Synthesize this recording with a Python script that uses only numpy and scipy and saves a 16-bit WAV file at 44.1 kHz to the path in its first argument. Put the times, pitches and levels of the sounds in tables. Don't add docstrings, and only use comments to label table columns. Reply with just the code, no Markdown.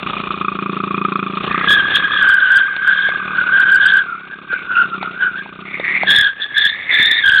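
import sys
import numpy as np
from scipy import signal
from scipy.fft import rfft, irfft, next_fast_len
from scipy.io import wavfile

SR = 44100
rng = np.random.default_rng(int(sys.argv[2]) if len(sys.argv) > 2 else 0)


def volts(x):
    e = np.asarray(x, float) / 20
    return 10 ** e


def store_pcm(level_fs):
    pcm = np.round(np.clip(level_fs, -1, 1) * 32767).astype(np.int16)
    wavfile.write(sys.argv[1], SR, np.atleast_2d(pcm).T)


N = 326340


def unit(x):
    return x / np.sqrt(np.mean(np.abs(x) ** 2) + 1e-20)


def along(points, hz):
    f, v = np.transpose(points)
    return np.interp(np.log(hz + 1), np.log(f + 1), v)


def curves(rows):
    s, *cols = np.transpose(rows)
    return [np.interp(np.arange(N) / SR, s, c, left=c[0]) for c in cols]


def filtered(x, response):
    m = next_fast_len(N + SR // 2)
    return irfft(rfft(x, m) * response(np.fft.rfftfreq(m, 1 / SR)), m)[:N]


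def resonances(modes):
    def response(f):
        total = 0
        for k, (centre, width, db) in enumerate(modes):
            ring = 1j * f * width / (centre * centre - f * f + 1j * f * width)
            total = total + (-1) ** k * volts(db) * ring
        return total
    return response


def causal(points):
    def response(f):
        c = irfft(np.maximum(along(points, f), -70) * np.log(10) / 20)
        c[1:len(f) - 1] *= 2
        c[len(f):] = 0
        return np.exp(rfft(c))
    return response


def flutter(width_hz, skirt_db, flat):
    def shape(f):
        return np.exp(-(f / width_hz) ** 2) + volts(skirt_db) / (1 + (f / (3 * width_hz)) ** 2)

    real_part = filtered(rng.standard_normal(N), shape)
    z = unit(real_part + 1j * filtered(rng.standard_normal(N), shape))
    return unit(z / (np.abs(z) + 0.14) ** flat)


def bursts(rows, bed_db, rise_db_s, fall_db_s):
    t, level = np.arange(N) / SR, bed_db
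    for s, length, db, _ in rows:
        before, after = np.maximum(s - t, 0), np.maximum(t - s - length, 0)
        level = np.maximum(level, db - rise_db_s * before - fall_db_s * after)
    s, length, _, hz = np.transpose(rows)
    ends = np.ravel([s, s + length], order="F")
    return level, np.interp(t, np.maximum.accumulate(ends), np.repeat(hz, 2))


def spray_and_road():
    # time in seconds, strength in
    # dB.
    spray = [(0.0, -35.5), (0.5, -46), (0.91, -44), (1.28, -47.5), (1.44, -37), (1.89, -37), (2.15, -41.5),
             (2.62, -50.5), (3.32, -44), (3.79, -43.5), (4.24, -55.5), (4.7, -48), (5.46, -50),
             (6.0, -47.5), (6.1, -35), (6.28, -52.5), (7.1, -44), (7.4, -56.5)]
    # frequency in Hz, strength in dB per Hz.
    hiss_colour = [(60, -16.5), (150, 7.5), (450, 4.5), (900, 1.5), (1300, 2), (2000, -1.5), (2800, 8.5),
                   (3600, 0.5), (4300, -10.5)]
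    # frequency in Hz, strength in dB per Hz.
    rumble_colour = [(10, -23.5), (30, -4), (70, -2), (120, -5.5), (200, -11.5), (400, -40)]
    (hiss_db,) = curves(spray)
    rumble_db = -50.5 + 1.1 * (hiss_db + 49.5)
    spurt_db = 9.1 * np.real(flutter(width_hz=80, skirt_db=-11.0, flat=0))
    spurts = volts(np.minimum(spurt_db, 8.0))
    hiss = unit(filtered(spurts * rng.standard_normal(N), lambda f: volts(along(hiss_colour, f))))
    rumble = unit(filtered(rng.standard_normal(N), lambda f: volts(along(rumble_colour, f))))
    return volts(hiss_db + 10.0) * hiss + volts(rumble_db) * rumble


def engine():
    # time in seconds, firings per second.
    speed = [(0.0, 29.34), (0.49, 28.09), (1.02, 28.29), (1.31, 27.77), (1.53, 29.38), (1.67, 32.38),
             (2.18, 37.66), (2.46, 36.06), (2.72, 35.96), (3.34, 37.88), (3.58, 36.6), (3.92, 37.24),
             (4.2, 33.27), (4.48, 34.9), (4.82, 33.32), (5.38, 27.37), (5.96, 38.41), (6.1, 38.4)]
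    # time in seconds, loudness in dB, load from 0 to 1.
    exhaust = [(0.0, -28, .5), (0.35, -28.5, .6), (0.66, -23, 0.26), (1.05, -22, .35), (1.42, -26, 0.42),
               (1.58, -25.5, 0.69), (1.8, -34, 0.6), (2.1, -38.5, 0.9), (2.55, -48.5, .95), (3.05, -42, .6),
               (3.28, -37, 0.8), (3.81, -43, 0.5), (4.06, -42.5, 0.4), (4.7, -41.5, 0.4),
               (4.98, -32.5, 0.1), (5.2, -40.5, .2), (6.08, -36, 0.3), (6.28, -57.5, .7)]
    # frequency in Hz, strength in dB.
    pipe = [(47, -53), (80, -19.5), (108, -18.5), (155, -6), (193, 3), (247, -13), (270, -5), (306, -10.5),
            (327, -7.5), (378, -5.5), (402, -6.5), (421, -12.5), (449, -22), (700, -33), (910, -61.5),
            (1540, -120)]
    # frequency in Hz, width in Hz, strength in dB.
    silencer = [(1206, 304, 7), (2481, 240, 4.5), (3317, 620, -1)]
    (rate,), (thump_db, load) = curves(speed), curves(exhaust)
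    bark_db = thump_db + 22 * (load - .5)
    turns = 0.21 + np.cumsum(rate) / SR
    cycle, phase = turns.astype(int), turns % 1
    strength = volts(rng.standard_normal((cycle[-1] + 1, 3)) * [1.3, 2.2, 4.5])
    thump_size, gas_size, valve_size = strength[cycle].T

    firing = np.diff(cycle, prepend=cycle[0]) * thump_size
    thump = filtered(firing, causal(pipe))

    since = np.maximum(phase / rate - .0012, 0)
    onset = 1 - np.exp(-since / 0.0024)
    decay = np.exp(-since / 0.0028) + 0.41 * np.exp(-(since / 0.01) ** 2)
    gust = gas_size * onset * decay + 0.081
    knock = 10.0 * np.roll(firing, 90) * gas_size
    bark = filtered(gust * rng.standard_normal(N) + knock, lambda f: resonances(silencer)(f) ** 3)

    snap = valve_size * np.exp(-((phase - .56) / .022) ** 2)
    valve = filtered(snap * rng.standard_normal(N), resonances([(3170, 4300, 0)]))
    return volts(thump_db - 0.5) * unit(thump) + volts(bark_db + 5) * (unit(bark) + volts(-25) * unit(valve))


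def grit():
    # time in seconds, peak in dB, pitch in Hz, sharp part in dB.
    stones = [
        (2.764, -29, 974, 21),
        (3.088, -16.5, 596, 10.5),
        (4.531, -16, 470, -1.5),
        (5.028, -10, 820, 1),
        (5.434, -49, 996, 26),
        (5.46, -19.5, 900, -24),
        (5.798, -9.5, 520, -3.5),
        (6.033, -2, 743, -8.5),
        (6.997, -20, 910, 17),
    ]
    out, t = np.zeros(N + SR), np.arange(SR // 50) / SR
    for s, db, hz, tick_db in stones:
        knock = t / 0.0021 * np.exp(1 - t / 0.00086) * np.sin(2 * np.pi * hz * t)
        tick_level = volts(tick_db + 4.0 - 60 * t / .008) * (1 - np.exp(-t / 0.0012))
        tick = tick_level * rng.standard_normal(len(t))
        out[round(s * SR) + 20:][:len(t)] += volts(db + 5.5) * (knock + tick)
    return out[:N]


def tyre():
    # time in seconds, strength in dB.
    steady_slip = [(1.44, -38.5), (1.66, -24), (1.9, -17.5), (2.3, -22.5), (2.74, -23), (3.0, -22.5),
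                   (3.3, -26.5), (3.6, -23.5), (4.0, -34), (4.08, -27.5), (4.42, -43.5), (4.65, -29),
                   (4.9, -44), (5.15, -30), (5.47, -40.5), (6.0, -47.5), (6.5, -32), (6.85, -33)]
    # start in seconds, length in seconds, level in dB, pitch in Hz.
    squeals = [(1.69, .06, -10, 1650), (1.78, 0.028, -12.5, 1608), (1.96, 0.008, -8.5, 1653),
               (2.04, 0.017, -14, 1613), (2.12, .08, -16, 1650), (2.21, .13, -9.5, 1565),
               (2.37, 0.087, -12, 1559), (2.45, 0.06, -10, 1558), (2.52, .08, -9, 1571),
               (2.62, .05, -18, 1568), (2.83, .03, -14, 1570), (2.875, .055, -9.5, 1559),
               (2.95, 0.14, -14.5, 1599), (3.1, .06, -21, 1598), (3.36, 0.056, -13.5, 1514),
               (3.47, .04, -16.5, 1514), (3.53, .1, -9, 1541), (3.66, .12, -10.5, 1549),
               (3.81, .11, -9, 1579), (3.93, .065, -9.5, 1571),
               (4.089, .06, -25, 1392), (4.317, 0.017, -26.5, 1570), (4.524, 0.011, -12, 1515),
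              (4.71, 0.051, -16, 1460), (4.77, .055, -10, 1451), (4.936, 0.0058, -17.5, 1351),
              (5.03, .05, -22, 1381), (5.215, 0.018, -11.5, 1545), (5.266, 0.007, -12.5, 1509),
              (5.343, 0.011, -24, 1456), (5.379, .015, -23, 1637), (5.624, 0.011, -40, 1416),
              (6.085, .13, -11.5, 1687), (6.211, .07, -12.5, 1624), (6.415, 0.022, -19.5, 1700),
              (6.559, 0.0054, -20.5, 1687), (6.573, 0.013, -12.5, 1700), (6.618, 0.008, -13, 1720),
              (6.643, 0.023, -13.5, 1710), (6.685, 0.0088, -17, 1750), (6.734, 0.004, -22.5, 1782),
              (6.928, .13, -15, 1749), (7.056, 0.031, -16.5, 1829), (7.117, 0.005, -12, 1788),
              (7.137, .02, -16.5, 1810), (7.172, .02, -17.5, 1823), (7.247, .17, -9, 1607)]
    # start in seconds, length in seconds, level in dB, centre in Hz.
    scrapes = [(1.51, .02, -23, 1799), (1.56, .1, -23.5, 1892), (3.085, .015, -27, 2178),
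               (4.51, 0.11, -31.5, 2341), (4.76, .07, -25.5, 2787), (5.02, 0.016, -29, 2296),
               (5.435, .012, -33.5, 2370), (5.67, 0.069, -29.5, 2164), (5.745, 0.0092, -20, 2165),
               (5.8, 0.0087, -22, 2094), (5.85, .08, -15.5, 2061), (5.96, 0.011, -11.5, 2185),
               (6.01, 0.027, -16.5, 2135), (6.09, 0.13, -22.5, 1921), (6.55, 0.17, -28, 1997),
               (6.72, .16, -26.5, 2041), (6.9, 0.061, -14, 2076), (6.97, .06, -13, 2065),
               (7.06, 0.16, -20, 2073)]
    (slip_db,) = curves(steady_slip)
    slipping = np.arange(N) >= steady_slip[0][0] * SR

    tone_db, pitch = bursts(squeals, slip_db, rise_db_s=601.5, fall_db_s=402)
    spin = np.exp(2j * np.pi * np.cumsum(pitch) / SR)
    crowd = flutter(width_hz=101.5, skirt_db=-22.0, flat=0.053)
    tone = unit(np.real(spin * crowd))

    pitch_above_hz = np.clip(pitch - 1570, -69.5, 115)
    octave_db = -21 + 1.42 * (tone_db + 8) + 0.12 * pitch_above_hz
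    sharp = np.abs(flutter(width_hz=70, skirt_db=-13, flat=-0.55))
    even_crowd = crowd / (np.abs(crowd) + 0.061)
    locked = sharp * np.real((spin * even_crowd) ** 2)
    free = np.real(spin ** 2.16 * flutter(width_hz=130, skirt_db=-3.5, flat=-.25))
    octave = unit(filtered(unit(locked) + volts(-2.0) * unit(free), resonances([(3800, 3800, 0)])))

    scrub_bed_db = 0.75 * (slip_db + 26.5) - 40
    scrub_db, centre = bursts(scrapes, scrub_bed_db, rise_db_s=501.5, fall_db_s=497.5)
    scrub_spin = np.exp(2j * np.pi * np.cumsum(centre) / SR)
    scrub = unit(np.real(scrub_spin * flutter(width_hz=260, skirt_db=-16.5, flat=-0.49)))

    squeal = volts(tone_db + 0.03) * tone + volts(octave_db + 0.2) * octave
    return slipping * (squeal + volts(scrub_db - 2.0) * scrub)


def scene():
    near = spray_and_road() + engine() + grit() + tyre()
    t = np.arange(SR // 5) / SR
    yard = rng.standard_normal(len(t)) * volts(-60 * t / 0.31) * (t > .009)
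    echo = signal.fftconvolve(near, yard / np.linalg.norm(yard))[:N]
    return (near + volts(-20.5) * echo)[None]


def roll_off(x):
    return signal.sosfilt(signal.butter(12, 15890, fs=SR, output="sos"), x)


def record(dry):
    # frequency in Hz, strength in dB.
    mic_tone = [(2600, 0.5), (3100, -5.5), (3600, 5), (3850, -0.5), (4100, -7), (4300, -2.5), (4600, -67.5),
                (5000, -120)]
    swell = np.abs(signal.hilbert(dry[0], next_fast_len(N))[:N])
    squashed = dry[0] / (1 + (swell / .76) ** 6.0) ** .15
    narrow = filtered(squashed, lambda f: volts(along(mic_tone, f)))
    clipped = np.clip(narrow, -.71, .71)
    cut_hz = 68
    out = filtered(clipped, lambda f: (1j * f / (1j * f + cut_hz)) ** 2)
    return roll_off(np.clip(out, -.76, .76)[None])


dry = scene()
out = record(dry)
store_pcm(out)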